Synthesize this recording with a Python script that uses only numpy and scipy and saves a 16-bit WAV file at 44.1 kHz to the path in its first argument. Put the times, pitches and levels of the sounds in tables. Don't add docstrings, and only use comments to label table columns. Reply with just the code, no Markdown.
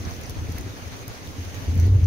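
import sys
import numpy as np
from scipy import signal
from scipy.fft import rfft, irfft, next_fast_len
from scipy.io import wavfile
from scipy.ndimage import uniform_filter1d, map_coordinates

SR = 44100
rng = np.random.default_rng(int(sys.argv[2]) if len(sys.argv) > 2 else 0)


def to_wav(s):
    ch = np.atleast_2d(s).T
    pcm = np.round(np.clip(ch, -1, 1) * 32767)
    wavfile.write(sys.argv[1], SR, pcm.astype(np.int16))


def volts_from_decibels(level):
    exponent = np.asarray(level, float) / 20
    return 10 ** exponent


N = 90978

# (time [s], level [dB])
ROLL_LEVEL = [
    (0, -44),
    (.45, -43),
    (.75, -48),
    (1.07, -49),
    (1.35, -48),
    (1.6, -44),
    (1.75, -38),
    (2.06, -36),
]
# (time [s], peak [dB], ring [Hz], rise [s])
CLAP_PUSHES = [(0, -24.5, 85, 0.01), (0.031, -28.5, 84.5, 0.01), (0.067, -26.5, 83.6, 0.013),
               (.15, -31.5, 95, .012), (.182, -26.5, 75, 0.0091), (.235, -50, 96, .009),
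               (0.291, -22.5, 82, 0.0093), (.345, -33, 85, 0.01), (0.383, -21.5, 78, 0.0063),
               (.412, -22.5, 84.7, 0.012), (0.487, -22, 81, 0.011), (.545, -23, 71, 0.0073),
               (.59, -24, 68, 0.0067), (.655, -27, 86.6, 0.01), (.69, -29, 102, 0.011),
               (.77, -35, 74, 0.013), (.819, -32.5, 89, 0.0089), (.855, -32, 80.8, 0.011),
               (.93, -36.5, 89.3, 0.0091), (.995, -36, 102.2, 0.02), (1.073, -28.5, 101, 0.011),
               (1.17, -52, 80, .014), (1.275, -32, 83.6, 0.012), (1.383, -25, 80.4, 0.019),
               (1.451, -26, 80.3, .018), (1.56, -27.5, 90, 0.016), (1.616, -30, 99, 0.0078)]
# (time [s], level [dB], ring [Hz])
PEAL_TRACK = [
    (1.655, -37.5, 80.2),
    (1.699, -18, 79),
    (1.733, -26, 92.4),
    (1.765, -20.5, 93.7),
    (1.8, -13, 86),
    (1.874, -14, 91.7),
    (1.951, -8.5, 92.3),
    (2.009, -18.5, 88.3),
    (2.033, -10.5, 91.74),
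]
# (centre [Hz], width [Hz], level [dB])
BALCONY_MODES = [(49.5, 6, 1), (86, 34, 0), (160.8, 26.4, -15), (268.4, 100, -15), (433, 207, -27)]
# (centre [Hz], width [Hz], level [dB])
SIDE_MODES = [(54, 16, -13), (112, 22, -15)]
# (frequency [Hz], density [dB per Hz])
RAIN_SPECTRUM = [(60, 8), (150, 3.5), (400, 9), (1000, 2), (2000, 0), (4500, -6.5), (12000, -12),
                 (16000, -13)]
# (time [s], level [dB])
RAIN_LEVEL = [
    (0.0, -47),
    (1.34, -48.5),
    (1.66, -47),
    (1.97, -47.5),
    (2.06, -48.5),
]
# (time [s], peak [dB], left-right [dB], spread [s])
SPLASHES = [(.110, -38, 0, .002), (.212, -39, 0, .002), (.234, -39, 1, .002), (.264, -40, 3, .002),
            (.296, -31, 4, .0015), (.306, -36, 2, .001), (.5205, -35, 1.5, .004), (.582, -29, .5, .003),
            (.607, -37, -.5, .006), (.877, -39, 0, .002), (.965, -41, 0, .002), (1.079, -31, 2, .003),
            (1.548, -39, 1, .002), (1.743, -39, 0, .002), (1.752, -37, 0, .005), (1.776, -37, 0, .003),
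            (1.799, -29, 0, .0015), (1.808, -38, 0, .002), (1.866, -40, 0, .001)]
# (time [s], peak [dB], left-right [dB], pitch [Hz])
PUDDLE_DROPS = [(.0513, -31, -1, 6100), (.056, -38, 0, 4200), (.1087, -33, 3, 6300), (.15, -37, 0, 6300),
                (.2359, -36, 1, 6500), (.2573, -30, 2, 6000), (.2954, -35, 3, 5900), (.3104, -41, 3, 1750),
                (.345, -39, 0, 2600), (.4673, -40, -2, 2400), (.5172, -35, 2, 6400), (.567, -37, 0, 1700),
                (.5796, -31, 0, 2150), (.585, -36, 0, 2300), (1.0994, -39, 0, 5800), (1.1513, -38, 0, 5500),
                (1.7988, -31, 0, 6400), (1.8287, -38, 0, 6200), (2.0428, -30, 0, 6200)]

PUSHES_PER_S, PUSH_SPREAD_DB = 150, 2.5
ROLL_DB, PEAL_ROUGH = -1.5, 0.15
CLAP_DB, CLAP_SAG, CLAP_EDGE_DB = -2, 0.25, -13
CRACK_S, CRACK_DB, CRACK_HZ, CRACK_FALL_S = 1.76, -22, 250, 0.014
GROWL_DB, GROWL_DB_PER_DB = -38, 0.46
SCATTER_DB, SCATTER_DB_PER_DB = -33.5, 0.25
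DROPS_PER_S, DROP_SPREAD_DB, DROP_DB = 2300, 4, -5.5
END_ON_SHARE = 0.075
SPLASH_DECAY_S, SPLASH_DB = 0.003, -4.5
PING_S, PING_RISE, PING_HIGH_DB, PING_LOW_DB = 0.0007, 0.25, -6, -2
WET_S, WET_DB = 0.04, -10
PORTS_M, SOUND_M_S = 0.1638, 338
PORT_HZ, PORT_WIDTH_HZ, NOTCH_HZ, NOTCH_WIDTH_HZ = 6540, 790, 7340, 820
KNEE_DB, DUCK_DB_PER_DB, DUCK_S = -27, 0.3, 0.3
TOP_HZ = 15750


def unit(x):
    return x / np.sqrt(np.mean(x ** 2) + 1e-20)


def wobble(rate_hz):
    knots = rng.standard_normal(int(N * rate_hz / SR) + 4)
    return map_coordinates(knots, [np.arange(N) * rate_hz / SR])


def filtered(x, response):
    m = next_fast_len(N + SR // 2)
    return irfft(rfft(x, m) * response(np.fft.rfftfreq(m, 1 / SR)), m)[..., :N]


def ring(f, hz, width_hz):
    return 1j * f * width_hz / (hz * hz - f * f + 1j * f * width_hz)


def swell(u):
    return u * np.exp(1 - u)


def spikes(per_s, spread_db, channels):
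    hit, sign, size = rng.random((3, channels, N))
    return unit((hit < per_s / SR) * np.sign(sign - 0.5) * volts_from_decibels(-spread_db * np.log(1.002 - size)))


def all_round(pair):
    def turn(f):
        return np.arccos(np.sinc(2 * f * PORTS_M / SOUND_M_S)) / 2
    mid, side = filtered(pair, lambda f: np.array([np.cos(turn(f)), np.sin(turn(f))]))
    return np.array([mid + side, mid - side])


def end_on(x):
    return np.array([x, filtered(x, lambda f: np.exp(-2j * np.pi * f * PORTS_M / SOUND_M_S))])


def pushes():
    return spikes(PUSHES_PER_S, PUSH_SPREAD_DB, channels=2)


def low_modes(f):
    (sub_hz, sub_width, sub_db), (hz, width, _) = BALCONY_MODES[:2]
    return ring(f, hz, width) * ring(f, hz, 3.85 * width) + volts_from_decibels(sub_db) * ring(f, sub_hz, sub_width) ** 2


def high_modes(f):
    return sum((-1) ** k * volts_from_decibels(db) * ring(f, hz, width) ** 2
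               for k, (hz, width, db) in enumerate(BALCONY_MODES[2:]))


def claps():
    t = np.arange(N) / SR
    out = np.zeros(N)
    for at, peak_db, hz, rise_s in CLAP_PUSHES:
        u = np.maximum(t - at, 0) / rise_s
        turns = 2 * np.pi * hz * rise_s * (u + CLAP_SAG * (1 - np.exp(-u)))
        edge = volts_from_decibels(CLAP_EDGE_DB) * np.sin(turns * rng.uniform(1.88, 2.486)) * np.exp(-0.4 * u)
        out += volts_from_decibels(peak_db + CLAP_DB) * (np.sin(turns) + edge) * swell(u)
    return out


def peal_crack():
    u = np.maximum(np.arange(N) / SR - CRACK_S, 0) / CRACK_FALL_S
    hz = BALCONY_MODES[1][0]
    turns = 2 * np.pi * CRACK_FALL_S * (hz * u + (CRACK_HZ - hz) * (1 - np.exp(-u)))
    return volts_from_decibels(CRACK_DB) * np.sin(turns) * swell(u)


def peal(rough):
    t = np.arange(N) / SR
    s, db, ring_hz = np.transpose(PEAL_TRACK)
    level_db = np.interp(t, s, db) - 900 * np.maximum(s[0] - t, 0)
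    hz = np.interp(t, s, ring_hz) * (1 + 0.04 * wobble(25))
    out = np.sqrt(2) * np.sin(2 * np.pi * np.cumsum(hz) / SR) + PEAL_ROUGH * rough
    beside = filtered(pushes(), lambda f: np.array([ring(f, c, width) ** 2 for c, width, _ in SIDE_MODES]))
    for x, (_, _, mode_db) in zip(beside, SIDE_MODES):
        out = out + volts_from_decibels(mode_db) * unit(x)
    return volts_from_decibels(level_db) * out


def thunder():
    roll_db = np.interp(np.arange(N) / SR, *np.transpose(ROLL_LEVEL))
    boom, rough = (unit(x) for x in filtered(pushes(), low_modes))
    near = volts_from_decibels(roll_db + ROLL_DB) * boom + claps() + peal_crack() + peal(rough)
    strength_db = 10 * np.log10(np.abs(uniform_filter1d(near ** 2, SR // 20)) + 1e-9) + 20
    growl_db = GROWL_DB + GROWL_DB_PER_DB * strength_db + 0.81 * wobble(36)
    growl = volts_from_decibels(growl_db) * unit(all_round(filtered(pushes(), high_modes)))
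    stray = unit(filtered(pushes(), lambda f: low_modes(f) + 0.83 * high_modes(f)))
    stray = stray * volts_from_decibels(np.array([wobble(9.5), wobble(12.5)]))
    return near + growl + volts_from_decibels(SCATTER_DB + SCATTER_DB_PER_DB * strength_db) * stray


def rain():
    z = signal.stft(rng.standard_normal((3, N)), nperseg=512)[2]
    patches = uniform_filter1d(rng.standard_normal(z.shape[1:]), 8, 0)
    patches = unit(uniform_filter1d(patches, 8, 1))
    hiss = unit(signal.istft(z * volts_from_decibels(1.55 * patches), nperseg=512)[1][:, :N])
    hiss = hiss * volts_from_decibels(0.3 * wobble(3) + 0.8 * wobble(14) + 0.7 * wobble(40))
    crackle = filtered(spikes(DROPS_PER_S, DROP_SPREAD_DB, channels=3), lambda f: f / (f + 2500))
    drops = hiss + volts_from_decibels(DROP_DB + 3.5 * wobble(20)) * crackle
    knots_hz, db = np.transpose(RAIN_SPECTRUM)
    drops = filtered(drops, lambda f: volts_from_decibels(np.interp(np.log(f + 1), np.log(knots_hz), db)))
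    field = np.sqrt(1 - END_ON_SHARE) * all_round(drops[:2]) + np.sqrt(END_ON_SHARE) * end_on(drops[2])
    level_db = np.interp(np.arange(N) / SR, *np.transpose(RAIN_LEVEL)) + 7
    return volts_from_decibels(level_db) * unit(field)


def near_drops():
    out = np.zeros((2, N + SR))
    t = np.arange(SR // 50) / SR
    pan = np.array([[0.5], [-0.5]])
    for s, db, pan_db, spread_s in SPLASHES:
        for late, gain_db in ((0, -4.5), (0.5, 10.5), (1, 5)):
            noise = rng.standard_normal((2, len(t))) * volts_from_decibels(-60 * t / SPLASH_DECAY_S)
            crack = np.diff(noise, prepend=0)
            start = round((s + late * spread_s) * SR)
            out[:, start:start + len(t)] += volts_from_decibels(db + gain_db + SPLASH_DB + pan_db * pan) * crack
    u = t / PING_S
    for s, db, pan_db, hz in PUDDLE_DROPS:
        turns = 2 * np.pi * hz * (t - PING_RISE * PING_S * (1 - np.exp(-u)))
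        ping = np.sin(turns + rng.uniform(0, 2 * np.pi)) * swell(u)
        gain_db = PING_HIGH_DB if hz > PORT_HZ / 2 else PING_LOW_DB
        start = round(s * SR)
        out[:, start:start + len(t)] += volts_from_decibels(db + pan_db * pan + gain_db) * ping
    tail = rng.standard_normal((2, SR // 10)) * volts_from_decibels(-60 * np.arange(SR // 10) / SR / WET_S)
    wet = signal.fftconvolve(out, tail / np.linalg.norm(tail[0]), axes=1)
    return out[:, :N] + volts_from_decibels(WET_DB) * wet[:, :N]


def scene():
    return thunder() + rain() + near_drops()


def port(f):
    dip = NOTCH_HZ ** 2 - f * f + 1j * f * NOTCH_WIDTH_HZ
    peak = PORT_HZ ** 2 - f * f + 1j * f * PORT_WIDTH_HZ
    return dip / peak * (PORT_HZ / NOTCH_HZ) ** 2


def band_limit(x):
    return signal.sosfilt(signal.butter(12, 16490, fs=SR, output="sos"), x)


def record(dry):
    x = filtered(dry, lambda f: port(f) * (f < TOP_HZ))
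    span = int(DUCK_S * SR)
    power = uniform_filter1d(np.mean(x ** 2, 0), span, origin=span // 2 - 1)
    level_db = 10 * np.log10(np.abs(power) + 1e-12)
    mix = x * volts_from_decibels(-DUCK_DB_PER_DB * np.maximum(level_db - KNEE_DB, 0))
    return band_limit(mix)


dry = scene()
out = record(dry)
to_wav(out)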